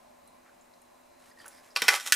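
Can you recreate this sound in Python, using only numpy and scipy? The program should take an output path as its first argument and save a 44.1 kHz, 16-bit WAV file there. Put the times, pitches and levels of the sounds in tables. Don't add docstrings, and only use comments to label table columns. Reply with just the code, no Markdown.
import sys
import numpy as np
from scipy import signal
from scipy.fft import rfft, irfft
from scipy.io import wavfile
from scipy.ndimage import uniform_filter1d

SR = 44100
rng = np.random.default_rng(int(sys.argv[2]) if len(sys.argv) > 2 else 0)


def digitize_waveform(pressure):
    field = np.atleast_2d(pressure).T
    bounded = np.clip(field, -1, 1)
    quanta = np.round(bounded * 32767).astype(np.int16)
    wavfile.write(sys.argv[1], SR, quanta)


def magnitude_from_level(level_db):
    exponent = np.asarray(level_db, float) / 20
    return 10 ** exponent


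N = 94815

# pitch in Hz, relative level in dB, 60 dB decay time in seconds.
HOUSING = [(1500, 3.5, 0.046), (1815, -2.5, 0.034), (2000, 2.5, 0.042), (2180, 1.5, 0.011),
           (2394, -4, 0.059), (2600, -1, 0.041), (2958, -2.5, 0.039), (3190, -3, 0.039), (3665, -7, 0.081),
           (4100, 0.5, 0.031), (4597, 2.5, 0.017), (5100, -0.5, 0.019), (5450, 9.5, 0.0095)]
# pitch in Hz, relative level in dB,
# 60 dB decay time in seconds.
HOLLOW = [(390, -6, 0.022), (517, -7.5, 0.068), (623, -1, 0.015), (809, 6, 0.049), (985, 4.5, 0.046),
          (1148, 0, 0.091), (1274, 3, 0.044)]
HOUSING_LOW_HZ, HOLLOW_LOW_HZ = 1275, 320


def evened(x):
    return x / np.sqrt(np.mean(x ** 2) + 1e-20)


def read(points, hz):
    f, value = np.transpose(points)
    return np.interp(np.log(hz + 1), np.log(f + 1), value)


def add(mix, s, sound):
    part = mix[round(s * SR):][:len(sound)]
    part += sound[:len(part)]


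def colour(x, points):
    hz = np.fft.rfftfreq(len(x), 1 / SR)
    return irfft(rfft(x) * magnitude_from_level(read(points, hz)), len(x))


def high_pass(x, hz):
    return signal.sosfilt(signal.butter(4, hz, "high", fs=SR, output="sos"), x)


def ring(modes, low_hz, favoured_hz=0, detune=0.006):
    strike_spread_db, favour_db, favour_octaves = 2, 6.5, 0.1
    hz, db, t60 = np.transpose(modes)[:, :, None]
    t = np.arange(4096) / SR
    strike, sign, shift = rng.standard_normal((3, len(modes), 1))
    octaves_off = np.log2(hz / (favoured_hz + 1))
    db = db + strike_spread_db * strike + favour_db * np.exp(-(octaves_off / favour_octaves) ** 2)
    waves = np.sin(2 * np.pi * hz * (1 + detune * shift) * t) * np.sign(sign)
    out = (magnitude_from_level(db - 60 * t / t60) * waves).sum(0)
    out = high_pass(out, low_hz)
    return out / np.linalg.norm(out)


def crack():
    # frequency in Hz, relative level in dB.
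    crack_tone = [(1200, -27), (1900, -0.5), (2900, 1), (5300, -2.5), (6200, -0.5), (10300, -4.5),
                  (13200, -9.5), (15500, -21), (16500, -39)]
    t60_s = 0.023
    fade = magnitude_from_level(-60 * np.arange(4096) / SR / t60_s)
    out = colour(rng.standard_normal(4096), crack_tone) * fade
    out = high_pass(out, HOUSING_LOW_HZ)
    return out / np.linalg.norm(out)


def snap(ring_db, favoured_hz, thud_db, crack_db):
    rise_s = 0.00049
    rise = np.minimum(np.arange(4096) / SR / rise_s, 1)
    parts = HOUSING + [(favoured_hz, 12, 0.011)]
    shell = magnitude_from_level(ring_db) * ring(parts, HOUSING_LOW_HZ, favoured_hz) + magnitude_from_level(crack_db) * crack()
    thud = magnitude_from_level(thud_db) * ring(HOLLOW, HOLLOW_LOW_HZ)
    return high_pass(shell * rise, HOUSING_LOW_HZ) + high_pass(thud * rise, HOLLOW_LOW_HZ)


def click(db, low_hz, full_band_db):
    pulse = signal.unit_impulse(512)
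    return magnitude_from_level(db) * high_pass(pulse, low_hz) + magnitude_from_level(full_band_db) * pulse


def scrape():
    # time in seconds, rms level of the slips in dB,
    # share of hollow thud in dB and share of crack in dB, both against the housing ring.
    pressure = [(1.75, -71, -2, -9), (1.756, -52.5, 1, 6), (1.79, -41.5, -8.5, -10), (1.812, -42, -32, -4),
                (1.84, -41.5, -1.5, 1), (1.875, -37, -14, -9.5), (1.91, -41.5, 1, 4.5),
                (1.935, -35, -0.5, 0.5), (1.948, -30, -13, -1), (1.975, -43.5, -5, 0.5),
                (1.993, -57, -11, 4), (2.005, -44.5, -10, 4), (2.026, -53, -21, 3.5), (2.05, -55, -7, 6.5),
                (2.065, -36, -7, 4), (2.071, -45, -10.5, 14.5), (2.077, -41.5, -1.5, 7),
                (2.095, -51.5, -6, 7), (2.118, -52, -2, -4), (2.13, -41, -23, 13.5), (2.15, -40, -28, 10.5)]
    slips_per_s, slip_spread_db, slip_detune, runs = 1000, 4.5, 0.03, 6
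    s, db, thud_db, crack_db = np.transpose(pressure)
    t, out = np.arange(N) / SR, np.zeros(N)
    curve = magnitude_from_level(np.interp(t, s, db, left=-120))
    for _ in range(runs):
        size = magnitude_from_level(slip_spread_db * rng.exponential(1, N).clip(0, 3))
        grit = (rng.random(N) < slips_per_s / runs / SR) * size
        grit = evened(grit * rng.choice([-1, 1], N)) * curve / np.sqrt(runs)
        shell = ring(HOUSING, HOUSING_LOW_HZ, detune=slip_detune)
        thud = ring(HOLLOW, HOLLOW_LOW_HZ, detune=slip_detune)
        for share_db, part in ((0 * s, shell), (thud_db, thud), (crack_db, crack())):
            out += signal.oaconvolve(grit * magnitude_from_level(np.interp(t, s, share_db)), part)[:N]
    return out


def knocks():
    # start in seconds, energy in dB.
    hits = [(1.821, -12)]
    # pitch in Hz, relative level in dB, 60 dB decay time in seconds.
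    desk_modes = [(145, -5, 0.029), (192, -3, 0.073), (248, 0, 0.054), (320, -2.5, 0.046),
                  (487, 7.5, 0.057), (540, -1, 0.051)]
    out = np.zeros(N)
    for s, db in hits:
        add(out, s, magnitude_from_level(db) * ring(desk_modes, low_hz=150))
    return out


def chinks():
    # start in seconds, energy of the ring in dB.
    strikes = [(1.461, -26.5), (1.48, -22.5), (1.484, -32)]
    # pitch in Hz, relative level in dB, 60 dB decay time in seconds.
    part_modes = [(7380, -2.5, 0.02), (9900, -0.5, 0.029), (10700, -5, 0.033), (10360, -2, 0.052),
                  (10600, 0, 0.052), (11000, -8, .02), (14700, -3, 0.015), (15300, -3, .02)]
    out = np.zeros(N)
    for s, db in strikes:
        splinter = magnitude_from_level(-1) * high_pass(crack(), 5500)
        add(out, s, magnitude_from_level(db) * (ring(part_modes, HOUSING_LOW_HZ) + splinter))
    return out


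def ticks():
    # start in seconds, level in dB ahead of the low cut, centre in Hz,
    # width at half amplitude in Hz, time constant of the bell-shaped fade in seconds.
    bursts = [(0.274, -57, 9900, 3620, 0.0082), (0.451, -62, 1500, 2000, 0.055),
              (0.493, -57.5, 1470, 150, 0.0094), (.609, -64, 7160, 1000, 0.013),
              (0.736, -61.5, 4530, 3500, 0.008), (0.816, -57, 9500, 4000, 0.0056),
              (1.239, -58.5, 2400, 3000, 0.0069), (1.311, -57, 1840, 203, 0.0089),
              (1.312, -61, 4940, 500, 0.0085), (1.391, -61.5, 4780, 600, 0.049),
              (1.373, -57.5, 1860, 60, 0.022), (1.409, -61.5, 3210, 150, .02),
              (1.399, -52, 1810, 250, 0.018), (1.442, -48.5, 1290, 2500, 0.0066),
              (1.455, -53, 1200, 2000, 0.023), (1.457, -47, 1480, 150, 0.013),
              (1.517, -65.5, 5100, 800, 0.062), (1.545, -69, 8300, 500, 0.026),
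              (1.569, -63, 5100, 707, 0.029), (1.703, -62.5, 4970, 1200, 0.023)]
    t, f = np.arange(4096) / SR, np.fft.rfftfreq(4096, 1 / SR)
    out = np.zeros(N)
    for s, db, hz, width, length in bursts:
        fuzz = evened(irfft(rfft(rng.standard_normal(4096)) / (1 + (2 * (f - hz) / width) ** 2)))
        shape = np.minimum(t / 0.002, 1) * np.exp(-(t / length) ** 2)
        burst = evened(fuzz * shape) * np.sqrt(np.mean(shape ** 2))
        add(out, s, high_pass(magnitude_from_level(db) * burst, 330))
    return out


def rustle():
    # time in seconds, level in dB.
    motion = [(1.17, -78), (1.22, -64.5), (1.25, -64), (1.3, -62.5), (1.345, -83), (1.391, -62.5),
              (1.411, -55.5), (1.43, -63.5), (1.47, -61), (1.5, -60), (1.54, -61.5), (1.585, -59),
              (1.61, -66.5), (1.681, -62.5), (1.71, -64), (1.76, -69)]
    # frequency in Hz, relative level in dB.
    rustle_tone = [(710, -6), (1200, -3), (1490, -3.5), (1620, 0), (2920, -9), (8700, -10), (10300, -10.5),
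                   (12500, -15), (15500, -26.5)]
    grain_db = 3
    s, db = np.transpose(motion)
    grain = magnitude_from_level(grain_db * evened(uniform_filter1d(rng.standard_normal(N), 150)))
    noise = evened(grain * colour(rng.standard_normal(N), rustle_tone))
    return noise * magnitude_from_level(np.interp(np.arange(N) / SR, s, db, left=-120, right=-120))


def room(x):
    # delay in seconds, level in dB.
    echoes = [(.0023, -24), (.0068, -20), (0.0138, -25)]
    # frequency in Hz, 60 dB decay time in seconds.
    decay = [(200, 0.24), (1000, 0.29), (4000, 0.22), (10000, 0.28)]
    # frequency in Hz, level in dB.
    side_tone = [(200, -11), (1000, -6.5), (4000, -13.5), (10000, -5.5)]
    tail_db, lean_db = -9, 0.85
    taps = np.zeros((2, SR // 2))
    at = np.arange(200, SR // 2 - 20, 20) + rng.integers(0, 20, (2, (SR // 2 - 201) // 20))
    np.put_along_axis(taps, at, rng.choice([-1., 1.], at.shape), 1)
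    hz, t, z = signal.stft(taps, SR, nperseg=256)
    z[1] *= magnitude_from_level(read(side_tone, hz))[:, None]
    fade = magnitude_from_level(-60 * t / read(decay, hz)[:, None])
    mid, side = signal.istft(z * fade, SR, nperseg=256)[1]
    response = magnitude_from_level(tail_db) * (mid + np.outer([1, -1], side)) / np.linalg.norm(mid)
    response[:, 0] += magnitude_from_level([-lean_db, lean_db])
    for delay, db in echoes:
        response[:, round(delay * SR)] += magnitude_from_level(db)
    return signal.fftconvolve(x[None], response, axes=1)[:, :N]


def hush():
    # frequency in Hz, relative level in dB.
    hush_tone = [(20, -7), (60, -8.5), (125, -9.5), (250, -8), (420, -3.5), (560, -1.5), (1050, -1.5),
                 (1300, -7.5), (2500, -11.5), (3200, -18), (8000, -18), (13000, -22.5), (16000, -28)]
    # centre in Hz, width in Hz, relative level in dB.
    hums = [(247, 53, -6), (597, 29, 5), (693, 60, -2.5), (835, 136, -10.5), (1025, 27, -2),
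            (4020, 260, -20)]
    # frequency in Hz, correlation from -1 to 1.
    likeness = [(60, 0.6), (180, 0.64), (550, -0.66), (1650, 0.53), (4970, 0.67), (15000, 0.95)]
    hush_db, hums_db, swell_db, patchy_db = -61.5, -65.5, 2, 0.6
    frames, hz = (N // 256 + 5) // 2 + 4, np.fft.rfftfreq(2048, 1 / SR)
    a, b, c, d, patches = rng.standard_normal((frames, len(hz), 5)).T
    swell = evened(uniform_filter1d(patches[0], 10))
    patches = evened(uniform_filter1d(uniform_filter1d(patches, 14, 0), 8, 1))
    same = np.clip(read(likeness, hz), -1, 1)[:, None]
    left = a + 1j * b
    right = same * left + np.sqrt(1 - same ** 2) * (c + 1j * d)
    z = np.array([left, right]) * magnitude_from_level(patchy_db * patches)

    def shaped(gain):
        return evened(signal.istft(z * gain, nperseg=2048, noverlap=1536)[1][:, :N])

    bumps = sum(magnitude_from_level(db) / (1 + (2 * (hz - f) / width) ** 2) for f, width, db in hums)
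    wide = shaped(magnitude_from_level(read(hush_tone, hz))[:, None])
    low = shaped(bumps[:, None] * magnitude_from_level(swell_db * swell))
    return magnitude_from_level(hush_db) * wide + magnitude_from_level(hums_db) * low


def tones():
    # pitch in Hz, rms level in dB ahead of the waver, rms pitch waver in Hz.
    hum_lines = [(248.4, -73, 3.04), (346, -79, 2.82), (559.5, -75, 4.39)]
    level_waver_db = 2.5
    drift = uniform_filter1d(rng.standard_normal((len(hum_lines), 2, N // 512 + 2)), 9, axis=2)
    out = np.zeros(N)
    for (hz, db, waver_hz), slow in zip(hum_lines, drift):
        pitch, level = (np.interp(np.arange(N) / 512, np.arange(len(v)), evened(v)) for v in slow)
        phase = 2 * np.pi * np.cumsum(hz + waver_hz * pitch) / SR
        out += np.sqrt(2) * magnitude_from_level(db + level_waver_db * level) * np.sin(phase)
    return out


def scene():
    # start in seconds, housing ring energy
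    # in dB, favoured pitch in Hz, hollow thud energy in dB, crack energy in dB
    snaps = [(1.7615, 2, 2600, -14.5, -9.5), (1.7632, -1.5, 4750, -10.5, -10.5),
             (1.7690, -8, 2740, -15, -10.5), (1.7722, -8, 4100, -27, -15), (1.8195, 0, 2220, -16, -7),
             (1.8208, -1, 5460, -14, -4), (1.827, -5, 5360, -17, -24), (1.8815, 9.5, 5450, -2.5, 2),
             (1.8840, 3, 1500, -1.5, 2.5), (1.8870, 9.5, 1995, -7, -1.5), (1.8899, 9.5, 1997, -11, 2.5),
             (1.9022, -4, 1500, -12, -19), (1.9400, -3.5, 2250, -6, -8), (1.9990, -14, 1890, -31, -16.5),
             (2.1229, -3, 4160, -25, 1), (2.1224, 9, 1785, -47, 6.5), (2.1290, -1, 1740, -41, 2)]
    # start in seconds, energy in dB ahead of the low cut,
    # low edge in Hz, level of the full-band pulse in dB.
    clicks = [(1.8192, -5.5, 11000, -50), (1.8813, -8, 4000, -50), (2.1229, 2.5, 2000, -9.5),
              (2.1234, -1, 2600, -38)]
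    desk = scrape() + knocks() + chinks() + ticks() + rustle()
    for s, *strike in snaps:
        add(desk, s, snap(*strike))
    for s, *strike in clicks:
        add(desk, s, click(*strike))
    return room(desk) + hush() + tones()


def low_pass(x):
    return signal.sosfilt(signal.butter(12, 16380, fs=SR, output="sos"), x)


def record(dry):
    mic_top_hz = 15600
    mic = signal.firwin(101, mic_top_hz, fs=SR)
    mix = signal.oaconvolve(dry, mic[None], "same")
    return low_pass(np.clip(mix, -1, 1))


dry = scene()
out = record(dry)
digitize_waveform(out)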